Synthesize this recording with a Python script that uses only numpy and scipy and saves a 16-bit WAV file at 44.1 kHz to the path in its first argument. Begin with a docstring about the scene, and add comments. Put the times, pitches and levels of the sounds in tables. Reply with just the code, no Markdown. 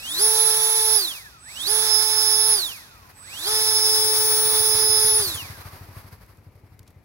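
"""Open ground: a model car's twelve-blade electric ducted fan is throttled up three times, close by.
Blade tones and shaft orders sweep through the duct's resonances over rushing air (shaped noise), and the motor
bearings whirr. At part throttle the speed controller whistles: a steady sine with a moving sideband.
A single-cylinder motorbike, made of filtered firing pulses and hiss, thumps past behind the fan.
Short bursts of filtered noise make the grit that ticks, mostly as the fan runs down."""
import sys
import numpy as np
from scipy import signal
from scipy.fft import rfft, irfft
from scipy.io import wavfile

SR = 44100
rng = np.random.default_rng(int(sys.argv[2]) if len(sys.argv) > 2 else 0)


def digitize_waveform(pressure):
    """Quantize a signal to 16-bit integers and store it at the path in sys.argv[1].

    Rows of a 2-D input are taken as channels; values are limited to [-1, 1].
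    """
    field = np.atleast_2d(pressure).T
    bounded = np.clip(field, -1, 1)
    quanta = np.round(bounded * 32767).astype(np.int16)
    wavfile.write(sys.argv[1], SR, quanta)


N = 310464
TIME = np.arange(N) / SR

# open air, before a slow wander: pitch_hz, left_db per Hz, right_db per Hz, correlation (left-right)
OPEN_AIR_SPECTRUM = [(20, -108, -110, .6), (55, -73, -76.5, 0.86), (119, -79, -81.5, 1),
                     (330, -88.5, -89.5, 0.47), (627, -93, -102.5, 0.7), (900, -91.5, -101.5, 0.48),
                     (1400, -102, -113, 0.49), (2200, -94.5, -107.5, 0.9), (3280, -113, -113, 0.34),
                     (5000, -112, -112, 0.25), (8000, -118, -118, .2), (15000, -120, -120, 0.23)]

# motorbike engine speed: time_s, firings_hz
BIKE_FIRING_RATE = [(0, 16), (4.15, 15.3), (4.45, 13.9), (4.9, 13.4), (6.05, 12.65), (6.35, 11.35),
                    (6.9, 12.5)]
# rise and fall of the bike's tyre and chain hiss: time_s, gain_db
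BIKE_HISS_GAIN = [(0, -24), (3.2, -6.5), (4.5, 10.5), (5.5, 4.5), (5.9, -2), (6.25, -9.5), (6.4, -17.5),
                  (6.6, -18.5), (7.04, -20)]
# colour of that hiss, before its gain: pitch_hz, left_db per Hz, right_db per Hz, correlation (left-right)
BIKE_HISS_SPECTRUM = [(200, -90, -85.5, 0.65), (600, -84.5, -91, 0.79), (1000, -79.5, -82, 0.38),
                      (2146.4, -83.5, -93, 0.16), (3100, -94.5, -95.5, 0.3), (4670, -111.5, -86.5, 0.38),
                      (7500, -101, -101, 0.16), (11700, -96, -87.5, .3), (15000, -99, -93.5, .3)]

# grit under the wheels: start_s, peak_db, centre_hz, decay_s
GRIT_TICKS = [(5.549, -44, 11870, .004), (6.262, -48, 10930, 0.0036), (6.371, -50.5, 6940, .003),
              (6.792, -37.5, 7060, 0.0018), (6.830, -47, 7000, 0.0016), (6.866, -54, 2100, .005),
              (6.875, -48, 2100, 0.0083), (6.877, -45, 6000, 0.0035), (6.904, -49, 12000, .004),
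              (6.942, -58, 1630, .008)]

# controller chopping at part throttle: start_s, end_s, left_db, right_db (carrier peak, before its wander)
CHOPPING_SPELLS = [(-.02, 0.173, -69, -37.5), (1.387, 1.67, -48, -39), (3.145, 3.472, -59, -39.5),
                   (5.24, 5.38, -55, -42)]

# motor bearings ringing the housing: centre_hz, width_hz (first of two passes), level_db (relative)
HOUSING_MODES = [(1041, 710, -7), (1886, 50, -2.5), (2464, 250, -3), (5200, 1800, -12.5)]

# throttle bursts: opens_s, full_s, eases_s, opening_rate (Hz per s), closing_s,
# octave_db (hum's octave at full speed), high_rush_db (treble gain); surge adds to both levels
THROTTLE_BURSTS = [(-.269, .186, .954, 792, .368, -37, -5), (1.291, 1.665, 2.528, 930, .382, -37.5, -7.5),
                   (3.101, 3.45, 5.185, 1037, .451, -38, -6.5)]
# the battery sags under load, one curve a burst: time_s, pitch_hz (second blade tone asked for at full throttle)
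BATTERY_SAG = [
    [(0.27, 10454), (0.348, 10531), (0.564, 10484), (0.71, 10541), (0.96, 10444)],
    [(1.73, 10448), (1.972, 10473), (2.54, 10432)],
    [(3.52, 10446), (3.668, 10473), (4.22, 10393), (5.2, 10357)],
]

# rushing air at full speed, before gains: pitch_hz, left_db per Hz, right_db per Hz, correlation (left-right)
RUSH_SPECTRUM = [(30.16, -103, -105, .45), (100, -74, -78, 0.6), (272, -83.5, -83, -0.12),
                 (574, -75, -80.5, 1), (750, -71.5, -73.5, 0.3), (1100, -70.5, -76, 0.97),
                 (1740, -67.5, -79.5, 0.78), (2197, -75.5, -79, 0.46), (2900, -81.5, -79, 1),
                 (3295, -68, -65.5, .93), (3650, -67, -63.5, 0.43), (5000, -71.5, -63, 0.65),
                 (6620, -74.5, -62.5, -0.36), (8000, -71, -67, -0.4), (9940, -61, -61.5, -0.38),
                 (12160, -62.5, -60, -0.35), (15200, -68.5, -68, .3)]

# how well the duct radiates a tone: pitch_hz, gain_db
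DUCT_RESPONSE = [(200, -10.5), (430, 10), (1000, 25), (1500, 18), (2400, 18), (3400, 12.5), (4200, 14),
                 (5200, 8), (6300, 2), (8000, -8), (9300, 6), (10400, 18.5), (11500, -1.5), (13000, 8.5),
                 (15600, -1.5)]
# overtones of the slightly unequal blades at full speed: shaft_order, left_db, right_db
BUZZ_ORDERS = [(3, -46.5, -47.5), (4, -51.5, -50), (5, -47, -48.5), (6, -51, -49.5), (7, -47.5, -50.5),
               (8, -42, -36), (9, -46, -41.5), (10, -52.5, -54.5), (11, -46, -39), (13, -41.5, -39),
               (14, -57.5, -47), (15, -45.5, -43.5), (18, -57.5, -50), (23, -33, -34), (25, -40, -36.5),
               (26, -50.5, -43), (27, -48, -40.5), (28, -54, -46.5), (30, -58.5, -43)]
# hum at the shaft rate, one curve a burst: time_s, level_db (at full speed, midway between the ports)
SHAFT_HUM = [
    [(0.27, -33), (0.744, -38), (0.78, -37), (0.96, -36)],
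    [(1.73, -36), (2.096, -40.5), (2.42, -38.5), (2.54, -38)],
    [(3.52, -35.5), (3.782, -37.5), (3.88, -33.5), (5.2, -32)],
]
# blade tones are beamed unevenly as the car shifts, one curve a burst:
# time_s, level_db (at full speed, before the trim in BLADE_TONE_SETTINGS), pan_db (left minus right)
FIRST_BLADE_BEAM = [
    [(0.24, -30.5, 0), (0.312, -34.5, 2.5), (0.462, -39, 4), (0.524, -32, -9), (0.598, -45, 7),
     (0.97, -28.5, -4.5)],
    [(1.71, -28.5, -11), (1.752, -39.5, -6.5), (1.958, -20.5, -17), (2.116, -27.5, -10.5),
     (2.274, -25, -10.5), (2.54, -29.5, -8.5)],
    [(3.49, -35.5, -6.5), (3.566, -28, -3.5), (3.936, -25, -6.5), (4.408, -35, 4), (4.952, -23.5, -24),
     (5.2, -33.5, -2.5)],
]
SECOND_BLADE_BEAM = [
    [(0.26, -17, -2.5), (0.352, -21, -13), (0.406, -15.5, -8), (0.56, -20.5, -6), (0.658, -19, -9),
     (0.824, -19.5, -5.5), (0.97, -19.5, -14)],
    [(1.73, -20, -8.5), (1.776, -22.5, -12), (1.862, -25, -16), (1.952, -21, -21.5), (2.094, -24, -8.5),
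     (2.194, -23, -9), (2.54, -17.5, -4)],
    [(3.51, -26, 5), (3.618, -22, -3), (3.734, -22.5, -3.0), (3.998, -24, 11.0), (4.216, -23, 2.0),
     (4.564, -22, -4), (5.2, -19, 0)],
]
THIRD_BLADE_BEAM = [
    [(0.27, -41, -2.5), (0.582, -41.5, -1), (0.64, -59.5, -6), (0.96, -44, -5.5)],
    [(1.73, -44.5, -10), (2.08, -45, -7), (2.168, -44.5, -3), (2.54, -44, -12.5)],
    [(3.52, -48, -5), (4.342, -27.5, 5.5), (4.89, -37.5, -5), (5.2, -42, -10)],
]
# the three blade tones: lead_rad (phase lead at the left port), trim_db (when beamed), even_db (when spread evenly)
BLADE_TONE_SETTINGS = [(1.94, -1.6, -31.5), (-0.558, 0.45, -14), (-.3, .5, -48)]

# full speed is in shaft turns per second; the controller chops at CHOP_HZ; a steep low-pass cuts at TOP_HZ
BLADES, FULL_HZ, CHOP_HZ, TOP_HZ = 12, 435, 8000, 15850
# the rotor: lag behind the throttle, air drag (Hz per s, per Hz squared) and bearing friction
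SPOOL_S, DRAG, FRICTION_HZ_PER_S = .0177, .021, 12
# freshly started air is rough and loud, then settles
SETTLE_S, SURGE_HUM_DB, SURGE_LOW_DB, SURGE_HIGH_DB = 0.16, 0.5, 1.8, 1
# shaft speeds between which the blade tones narrow into beams
EVEN_HZ, BEAMED_HZ = 199, 304
# the fan is off to the right, so it reaches the left port late
PORT_LAG_S = .000133
# the bike's pass: when nearest, speed, distance then, thump level then, extra level straight behind it
PASS_S, BIKE_M_PER_S, ROAD_M, EXHAUST_DB, ASTERN_DB = 5.24, 6.7, 5.64, -42.5, 3
# exhaust loss over open ground for each tenfold distance
FALL_DB = 34.5
# the rider lifts off for a moment
LIFT_S, LIFT_LENGTH_S, LIFT_DB = 6.28, 0.12, -5.5


def undb(db):
    """Decibels to gain."""
    return 10 ** (np.asarray(db) / 20)


def stereo(left, right):
    """Left and right settings stacked to apply across time."""
    return np.array([[left], [right]])


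def unit(x):
    """Scale to rms 1."""
    return x / np.sqrt(np.mean(x ** 2))


def curves(table):
    """The columns of a timed table, one value per sample."""
    s, *columns = np.transpose(table)
    return np.array([np.interp(TIME, s, c) for c in columns])


def joined(bursts):
    """One curve a burst, joined into columns with a value per sample."""
    return curves([row for burst in bursts for row in burst])


def colour(table, hz):
    """The columns of a spectrum, read on a log-frequency axis."""
    points, *columns = np.transpose(table)
    return np.array([np.interp(np.log(hz + 1), np.log(points), c) for c in columns])


def walk(rate):
    """A random wander through this many points a second; spread near 1."""
    steps = TIME * rate
    return 1.2 * np.interp(steps, np.arange(12000), rng.standard_normal(12000))


def band(x, hz, width):
    """A resonance with gain 1 at its centre."""
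    centre = min(hz, .45 * SR)
    sharpness = hz / min(width, .4 * SR)
    return signal.lfilter(*signal.iirpeak(centre, sharpness, fs=SR), x)


def air(table):
    """Stereo noise with the given density and correlation, mixed from independent mid and side."""
    left_db, right_db, alike = colour(table, np.fft.rfftfreq(N, 1 / SR))
    alike = np.clip(alike, -.98, .98)
    mid, side = rfft(rng.standard_normal((2, N))) * np.sqrt([1 + alike, 1 - alike])
    left = (mid + side) * undb(left_db)
    right = (mid - side) * undb(right_db)
    return irfft(np.array([left, right]), N) * np.sqrt(SR) / 2


def left_late(x):
    """Delay the left channel by the path between the ports."""
    delay = np.exp(-2j * np.pi * np.fft.rfftfreq(N, 1 / SR) * PORT_LAG_S)
    return np.array([irfft(rfft(x[0]) * delay, N), x[1]])


def open_air():
    """Outdoor background: shaped noise whose level wanders slowly."""
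    return air(OPEN_AIR_SPECTRUM) * undb(walk(3.7))


def passing_db():
    """The exhaust's level: it falls with distance, is louder from astern, and dips as the rider lifts off."""
    along = BIKE_M_PER_S * (TIME - PASS_S)
    distance = np.hypot(along, ROAD_M)
    lift = np.exp(-((TIME - LIFT_S) / LIFT_LENGTH_S) ** 2)
    distance_db = -FALL_DB * np.log10(distance / ROAD_M)
    return EXHAUST_DB + distance_db + ASTERN_DB * along / distance + LIFT_DB * lift


def motorbike(low_hz=74, high_hz=124, second_s=.021, second=0.34, uneven_db=2, bark_db=-12, bark_hz=270):
    """Each firing thumps the silencer and puffs gas; tyres and chain hiss as it goes by."""
    cycles = np.cumsum(curves(BIKE_FIRING_RATE)[0]) / SR
    # one firing lands at this moment
    cycles -= np.interp(5.499, TIME, cycles)
    count = np.floor(cycles)

    # strong and weak firings alternate; the weak ones carry a stronger second beat
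    weak = count % 2
    firing_db = uneven_db * (1 - 2 * weak) + .5 * walk(51)
    firings = np.diff(count, prepend=count[0]) * undb(firing_db)
    pulses = firings + second * (1 + weak) * np.roll(firings, int(second_s * SR))
    silencer = signal.butter(2, [low_hz, high_hz], "bandpass", fs=SR, output="sos")
    thump = unit(signal.sosfilt(silencer, pulses))

    # gas noise starts afresh at each firing and fades over the cycle
    puff = rng.standard_normal(N) * np.exp(-(cycles % 1) / 0.74)
    rumble = undb(-10) * unit(band(band(puff, 75, 90), 75, 120))
    bark = undb(bark_db) * unit(band(band(puff, bark_hz, 400), bark_hz, 720))
    exhaust = (thump + rumble + bark) * undb(passing_db())

    # each power stroke snatches the chain
    snatch_db = 1.0 * np.cos(2 * np.pi * (cycles - .2))
    hiss_db = curves(BIKE_HISS_GAIN)[0] + snatch_db + 2.73 * walk(70)
    rolling = air(BIKE_HISS_SPECTRUM) * undb(hiss_db)
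    return exhaust * undb(stereo(1.1, -1.1)) + rolling


def grit():
    """Small stones snap and scrape: short bursts of noise."""
    out = np.zeros((2, N))
    age = TIME[:SR // 16]
    for start_s, peak_db, hz, decay_s in GRIT_TICKS:
        envelope = np.exp(-age / decay_s) * (1 - np.exp(-age / 0.0007))
        snap = band(rng.standard_normal((2, len(age))) * envelope, hz, 1.7 * hz)
        # each side hears half of the other
        snap = snap + .5 * snap[::-1]
        snap = snap * undb(peak_db) / np.abs(snap).max()
        start = int(start_s * SR)
        out[:, start:start + len(age)] += snap[:, :N - start]
    return out


def shaft_speed(count=7040):
    """Turns per second: the motor pulls the rotor up to the throttle's demand; only drag and friction slow it."""
    t = np.linspace(0, TIME[-1], count)
    full_hz = np.interp(t, TIME, joined(BATTERY_SAG)[0]) / (2 * BLADES)
    demand = np.zeros(count)
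    for opens, full, eases, rate, closing, *_ in THROTTLE_BURSTS:
        opening_hz = (t - opens) * rate
        held_hz = full_hz * np.minimum(1, 1 - (t - eases) / closing)
        demand = np.maximum(demand, np.where(t < full, opening_hz, held_hz))
    hz = [demand[0]]
    for wanted in demand[:-1]:
        pull = (wanted - hz[-1]) / SPOOL_S
        coasting = -DRAG * hz[-1] ** 2 - FRICTION_HZ_PER_S
        hz.append(hz[-1] + t[1] * max(pull, coasting))
    return np.maximum(np.interp(TIME, t, hz), 1)


def surge():
    """Roughness of the inflow, 0-1: it builds while the throttle opens and dies away at full throttle."""
    total = 0
    for opens, full, *_ in THROTTLE_BURSTS:
        build = np.interp(TIME, [opens, full], [0, 1])
        total = total + build * np.exp(-np.maximum(TIME - full, 0) / SETTLE_S)
    return total


def burst_levels():
    """The hum's octave and the high rush in dB, held through each burst."""
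    return curves([(s, *levels) for _, full, eases, _, _, *levels in THROTTLE_BURSTS for s in (full, eases)])


def controller(hz, sideband_db=-6, fade_s=0.23):
    """The switching whistle, with a sideband that climbs with the motor's commutation."""
    carrier = 2 * np.pi * CHOP_HZ * TIME
    # the sideband sits twelve shaft rates above the carrier
    poles = 2 * np.pi * BLADES * np.cumsum(hz) / SR
    out = 0
    for start, end, left_db, right_db in CHOPPING_SPELLS:
        gate = np.interp(TIME, [start - .01, start + 0.097, end - .04, end + .01], [0, 1, 1, 0])
        fade = np.exp(-np.abs(TIME - start) / fade_s)
        sideband = undb(sideband_db) * fade * np.sin(carrier + poles)
        out = out + undb(stereo(left_db, right_db)) * gate * (np.sin(carrier) + sideband)
    return out * undb(walk(25))


def bearings(hz, db=-46, slope_db=18):
    """The motor's bearings whirr in the housing, heard when the fan idles."""
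    rub = rng.standard_normal((2, N))
    ring = 0
    for centre_hz, width, mode_db in HOUSING_MODES:
        ring = ring + undb(mode_db) * band(band(rub, centre_hz, width), centre_hz, 2 * width)
    # they fall silent as the rotor comes to rest
    turning = np.minimum(hz / 65, 1) ** 2
    return unit(ring) * undb(db + slope_db * np.log10(hz / FULL_HZ)) * turning


def fan_rush(hz, body_db=0.74, low_slope_db=46, high_slope_db=64, split_hz=5500, churn_db=1.25, chop=0.24,
             build_s=0.059):
    """Turbulent air: the treble rises faster with speed than the body, and pulses once a turn."""
    low_db = body_db + SURGE_LOW_DB * surge()
    high_db = burst_levels()[1] + SURGE_HIGH_DB * surge()

    # the jet takes a moment to follow the rotor, but stays at least a little ahead of it
    keep = np.exp(-1 / (build_s * SR))
    lagging_hz = hz[0] + signal.lfilter([1 - keep], [1, -keep], hz - hz[0])
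    jet_hz = np.maximum(lagging_hz, 1.047 * hz)

    rush = left_late(air(RUSH_SPECTRUM))
    low = signal.sosfiltfilt(signal.butter(2, split_hz, fs=SR, output="sos"), rush)
    high = rush - low
    turn = 1 + chop * np.sin(2 * np.pi * np.cumsum(hz) / SR)
    low_db = low_db + low_slope_db * np.log10((hz + jet_hz) / 2 / FULL_HZ) + churn_db * walk(50)
    high_db = high_db + high_slope_db * np.log10(jet_hz / FULL_HZ) + churn_db * walk(60)
    return low * undb(low_db) + high * turn * undb(high_db)


def beam(bursts, lead):
    """Left and right dB of a blade tone whose in-phase mean over the two ports has the given level."""
    db, pan_db = joined(bursts)
    sides_db = np.array([pan_db, -pan_db]) / 2
    left, right = undb(sides_db)
    mean = np.abs(left * np.exp(1j * lead) + right) / 2
    return db + sides_db - 20 * np.log10(mean)


def fan_tones(hz, blade_slope_db=52, buzz_slope_db=150, flutter_db=0.5, blade_flutter_db=1.47, wobble=.0009,
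              smear=0.05, idle_hz=290, idle_slope_db=92, idle_loss_db=6, waver_db=0.52):
    """Blade tones and shaft orders: they grow steeply with speed and flare as they cross duct resonances."""
    # slopes are in dB per tenfold speed
    speed = np.log10(hz / FULL_HZ)
    # below full speed the flow over the blades is less steady
    unsteady = 1 + 4 * np.minimum(-speed, .2)
    drift = wobble * (unsteady ** 3 * walk(90) + walk(9))
    angle = 2 * np.pi * np.cumsum(hz * (1 + drift)) / SR
    speeds = np.arange(1, 2 * FULL_HZ)

    def tone(order, db, flicker_db, lead):
        """One multiple of the shaft rate, with a phase lead at the left port."""
        duct = colour(DUCT_RESPONSE, order * speeds)[0]
        # duct gain relative to that at full speed
        db = db + np.interp(hz, speeds, duct - duct[FULL_HZ - 1])
        # eddies drawn into the intake shake each tone's strength and phase
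        db = db + flicker_db * unsteady * walk(75)
        # each tone starts at a random phase, so the orders do not peak together
        offset = rng.uniform(0, 2 * np.pi)
        phase = angle * order + offset + smear * unsteady * walk(150) + stereo(lead, 0)
        return np.sqrt(2) * undb(db) * np.sin(phase)

    hum_db = joined(SHAFT_HUM)[0]
    octave_db = burst_levels()[0] + SURGE_HUM_DB * surge()
    out = tone(1, hum_db + 60 * speed + stereo(.6, -.6), 0.85, -0.26)
    out += tone(2, octave_db + 210 * speed + stereo(1.8, -1.8), flutter_db, -1.0)

    # an idling fan keeps only its lowest blade tone, a little weakened
    idle_db = idle_slope_db * np.log10(np.minimum(hz / idle_hz, 1))
    lowest_idle_db = np.maximum(idle_db / 2, -idle_loss_db)
    # only a fast fan beams its tones; a slow one spreads them evenly
    beamed = np.clip((hz - EVEN_HZ) / (BEAMED_HZ - EVEN_HZ), 0, 1)
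    beams = (FIRST_BLADE_BEAM, SECOND_BLADE_BEAM, THIRD_BLADE_BEAM)
    for k, (bursts, (lead, trim_db, even_db)) in enumerate(zip(beams, BLADE_TONE_SETTINGS)):
        ports_db = np.array([walk(70), walk(70)]) + 0.78 * walk(500) + waver_db * unsteady * walk(22)
        aimed_db = beamed * (beam(bursts, lead) + trim_db) + (1 - beamed) * even_db
        db = aimed_db + ports_db + blade_slope_db * speed + (idle_db if k else lowest_idle_db)
        out += tone(BLADES * (k + 1), db, flutter_db if k else blade_flutter_db, lead)

    for order, left_db, right_db in BUZZ_ORDERS:
        lead = -2 * np.pi * order * FULL_HZ * PORT_LAG_S
        out += tone(order, stereo(left_db, right_db) + buzz_slope_db * speed, 2.6, lead)
    return out


def scene():
    """Open air all round, the motorbike passing behind, the fan close by."""
    hz = shaft_speed()
    background = open_air() + motorbike() + grit()
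    fan = controller(hz) + bearings(hz) + fan_rush(hz) + fan_tones(hz)
    return background + fan


def record(dry):
    """Cut the top with a steep low-pass."""
    return signal.sosfilt(signal.ellip(12, .2, 80, TOP_HZ, fs=SR, output="sos"), dry)


dry = scene()
out = record(dry)
digitize_waveform(out)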